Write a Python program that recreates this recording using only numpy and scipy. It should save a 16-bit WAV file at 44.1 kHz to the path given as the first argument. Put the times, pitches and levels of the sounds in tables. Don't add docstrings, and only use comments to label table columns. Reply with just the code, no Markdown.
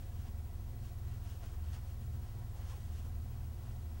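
import sys
import numpy as np
from scipy import signal
from scipy.fft import rfft, irfft
from scipy.io import wavfile
from scipy.ndimage import uniform_filter1d

SR = 44100
rng = np.random.default_rng(int(sys.argv[2]) if len(sys.argv) > 2 else 0)


def persist_wave(psi):
    counts = np.round(np.clip(psi, -1, 1) * 32767).astype(np.int16)
    wavfile.write(sys.argv[1], SR, np.atleast_2d(counts).T)


N = 176400


def undb(db):
    return 10 ** (np.asarray(db) / 20)


def unit(x):
    return x / np.sqrt(np.mean(x ** 2))


def tone(phase, db):
    return np.sqrt(2) * undb(db) * np.sin(phase)


def freqs():
    return np.maximum(np.arange(N // 2 + 1) * SR / N, 1)


def colour(x, curve, tilt_db=0, pivot_hz=3500):
    hz, db = np.array(curve, float).T
    eq_db = np.interp(np.log(freqs()), np.log(hz), db) + tilt_db * np.log2(freqs() / pivot_hz)
    return unit(irfft(rfft(x) * undb(eq_db), N))


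def wander(per_s):
    hold = max(int(SR / per_s), 1)
    steps = np.repeat(rng.standard_normal(N)[:N // hold + 1], hold)
    return unit(uniform_filter1d(uniform_filter1d(steps, hold), hold)[:N])


def hum(hz, harmonics, drift=0.00053):
    turns = np.cumsum(hz * (1 + drift * wander(2.05))) / SR
    return sum(tone(2 * np.pi * (k * turns + rng.random()), db) for k, db in harmonics)


def ringing(resonances):
    rings = np.zeros(N)
    for hz, half_width, db in resonances:
        band = rfft(rng.standard_normal(N)) / (1 + ((freqs() - hz) / half_width) ** 2)
        rings += undb(db) * unit(irfft(band, N))
    return rings


# frequency in Hz, relative level in dB.
AIR_EQ = [(8, -18), (15, -17), (30, 0.5), (48, -8.5), (72, -3), (100, -5), (125, -10), (148, -21),
          (215, -16.5), (255, -21), (290, -22.5), (400, -22.5), (500, -30), (760, -28.5), (1050, -31),
          (1400, -34.5), (2400, -41.5), (6000, -52.5), (15000, -60)]
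def air(level_db=-51.5):
    return undb(level_db) * colour(rng.standard_normal(N), AIR_EQ)


# frequency in Hz, relative level in dB.
HISS_EQ, HISS_DB = [(100, 1.1), (2000, 0.83), (5000, 1.1), (8000, -0.17), (15500, -1.1)], -66.5
def microphone_hiss():
    return undb(HISS_DB) * colour(rng.standard_normal(N), HISS_EQ)


# pitch in Hz, level in dB.
WHIR_TONES = [(677, -76.5), (724, -73.5), (755, -82)]
def tape_drive(t, throbs_per_s=11.99, throb_db=6, limp_db=1.2, sway_hz=5.8, wobble_rad=0.97):
    angle = 2 * np.pi * throbs_per_s * (t - .008)
    throb = unit(undb(throb_db * np.cos(angle) - limp_db * np.cos(angle / 2)))
    sway = np.cumsum(-sway_hz * np.cos(angle / 2)) / SR
    return throb * sum(tone(2 * np.pi * (hz * t + sway) + wobble_rad * wander(2 * throbs_per_s), db)
                       for hz, db in WHIR_TONES)


def camera_whine(t):
    return tone(2 * np.pi * 15734.3 * t, db=-69.5) + tone(2 * np.pi * 15747.3 * t, db=-74)


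def drum_notches(x, drum_hz=299.7, feedback=.78, depth=0.92):
    delay = np.exp(-2j * np.pi * freqs() / drum_hz)
    comb = (1 - feedback) * (1 + delay) / 2 / (1 - feedback * delay)
    comb *= freqs() > drum_hz / 2
    return irfft(rfft(x) * (1 - depth * comb), N)


FAN_HZ, MOTOR_HZ, PUMP_HZ, BLOWER_HZ, MAINS_HZ = 19.49, 25.42, 58.3, 58.85, 60
# multiple of the fan speed, level in dB before the swell.
BLADE_TONE = [(4, -46.5)]
# centre in Hz, half width in Hz, level in dB before the swell.
RUMBLE_BAND = [(75, 2.5, -59)]
# time in seconds, gain in dB.
DRONE_SWELL = [(0, 0.5), (.5, 1.5), (.76, -7), (1.08, 1.5), (1.33, -2.5), (1.52, -5), (1.61, 7), (1.7, 5.5),
               (1.8, -4.5), (2.12, 3.5), (2.28, -4), (2.68, -2), (2.95, 3), (3.42, 1), (3.6, -5), (3.88, 2),
               (4, 0.5)]
def drone(t):
    bass = hum(FAN_HZ, BLADE_TONE) + ringing(RUMBLE_BAND)
    times, gains_db = np.array(DRONE_SWELL).T
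    return bass * undb(np.interp(t, times, gains_db))


# multiple of its base rate, level in dB.
FAN_HUM = [(2, -62), (5, -50.5), (6, -54), (7, -67.5)]
MOTOR_HUM = [(1, -51.5), (2, -60.5), (13, -75)]
PUMP_HUM = [(1, -50), (4, -79.5)]
BLOWER_HUM = [(2, -56.5), (3, -69), (4, -72.5)]
MAINS_HUM = [(2, -59.5), (4, -76), (6, -81.5)]
# pitch in Hz, level in dB.
LONE_TONES = [(106.4, -65), (220.5, -71)]
# centre in Hz, half width in Hz, level in dB.
MACHINE_RINGS = [(207.8, 2.9, -72), (233.7, 2.9, -74.5), (254.3, 3.1, -77), (533.3, 11.4, -77),
                 (958.5, 6, -79.5), (1952, 5.6, -85.5)]
def machines(t):
    motors = hum(MOTOR_HZ, MOTOR_HUM) + hum(PUMP_HZ, PUMP_HUM) + hum(BLOWER_HZ, BLOWER_HUM)
    lone_tones = sum(hum(hz, [(1, db)]) for hz, db in LONE_TONES)
    fan = drone(t) + hum(FAN_HZ, FAN_HUM)
    return fan + motors + lone_tones + hum(MAINS_HZ, MAINS_HUM) + ringing(MACHINE_RINGS)


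def room(x, t, t60_s=0.24, wet_db=-10):
    tail = rng.standard_normal(N) * np.exp(-np.log(1000) * t / t60_s)
    tail /= np.sqrt(np.sum(tail ** 2))
    return x + undb(wet_db) * signal.fftconvolve(x, tail)[:N]


def stroke(t, peak, rise, fall):
    return np.exp(-((t - peak) / np.where(t < peak, rise, fall)) ** 2 / 2)


def friction(slips_per_s=5000, scatter_db=2, fibre_db=2.5, drag_db=1.0):
    slips = (rng.random(N) < slips_per_s / SR) * rng.standard_normal(N)
    slips *= undb(scatter_db * np.minimum(rng.exponential(size=N), 5))
    fibres = undb(fibre_db) * rng.standard_normal(N)
    return (unit(slips) + fibres) * undb(drag_db * wander(per_s=110))


# frequency in Hz, relative level in dB.
CLOTH_EQ = [(150, -23), (480, 1), (850, -1), (1400, -8), (2200, -20.5), (6000, -38)]
# peak time in seconds, half
# length in seconds, level in dB.
RUSTLES = [(1.436, 0.018, -61.5), (1.53, 0.023, -65.5), (1.843, 0.027, -70), (2.37, 0.022, -70),
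           (2.584, 0.039, -65), (2.733, 0.034, -62), (3.067, 0.015, -61), (3.342, .04, -71.5),
           (3.652, 0.049, -66.5)]
def sleeve(t):
    envelope = sum(undb(db) * stroke(t, peak, half, half) for peak, half, db in RUSTLES)
    return envelope * colour(friction(), CLOTH_EQ)


# frequency in Hz, relative level in dB.
PAD_EQ = [(300, -17.5), (800, -1), (1500, 1), (2300, -2.5), (3100, 0), (4100, -5.5), (5000, -4),
          (6000, -2.3), (7000, -6.5), (11000, -10.5), (15500, -21)]
# peak time, rise and fall in seconds, level in dB, tilt in dB per octave.
WIPES = [(0.029, 0.023, .04, -68, -1), (.21, 0.055, 0.06, -68, -1), (.272, .01, 0.013, -64.5, -0.5),
         (.86, 0.033, 0.038, -66.5, 0.5), (1.14, 0.064, 0.041, -67.5, -2), (1.29, 0.042, 0.065, -64, 0),
         (1.445, 0.025, 0.028, -62.5, -.2), (1.51, 0.029, 0.037, -68, -1), (1.68, 0.042, 0.05, -67, -1.5),
         (1.738, 0.012, 0.018, -58.5, -0.7), (1.762, 0.011, 0.018, -59, -3.5), (1.9, .04, 0.035, -69.5, 1),
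         (2.03, .02, 0.024, -68.5, 1), (2.14, 0.018, .02, -73, 3), (2.26, 0.04, 0.045, -67.5, -2.5),
         (2.4, 0.039, .05, -73, -2), (2.58, 0.012, 0.015, -66, 4), (2.65, 0.064, 0.054, -64.5, -2),
         (2.705, 0.03, 0.04, -63, 0.5), (2.722, .012, 0.012, -71, -3.5), (2.83, 0.085, 0.065, -67.5, 1.5),
         (2.965, 0.042, 0.049, -64.5, 0), (3.055, .008, .016, -67.5, 3), (3.36, 0.069, 0.11, -72, -3),
         (3.66, .07, 0.098, -70, -1), (3.98, 0.047, .05, -70, -3.5)]
def pad(t):
    return sum(undb(db) * stroke(t, peak, rise, fall) * colour(friction(), PAD_EQ, tilt)
               for peak, rise, fall, db, tilt in WIPES)


def scene():
    t = np.arange(N) / SR
    foley = room(pad(t) + sleeve(t), t)
    return (foley + machines(t) + air())[None]


def record(dry):
    t = np.arange(N) / SR
    notched = drum_notches(dry + tape_drive(t) + microphone_hiss())
    high_cut = signal.ellip(12, .1, 80, 15850, fs=SR, output="sos")
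    return signal.sosfilt(high_cut, notched + camera_whine(t))


dry = scene()
out = record(dry)
persist_wave(out)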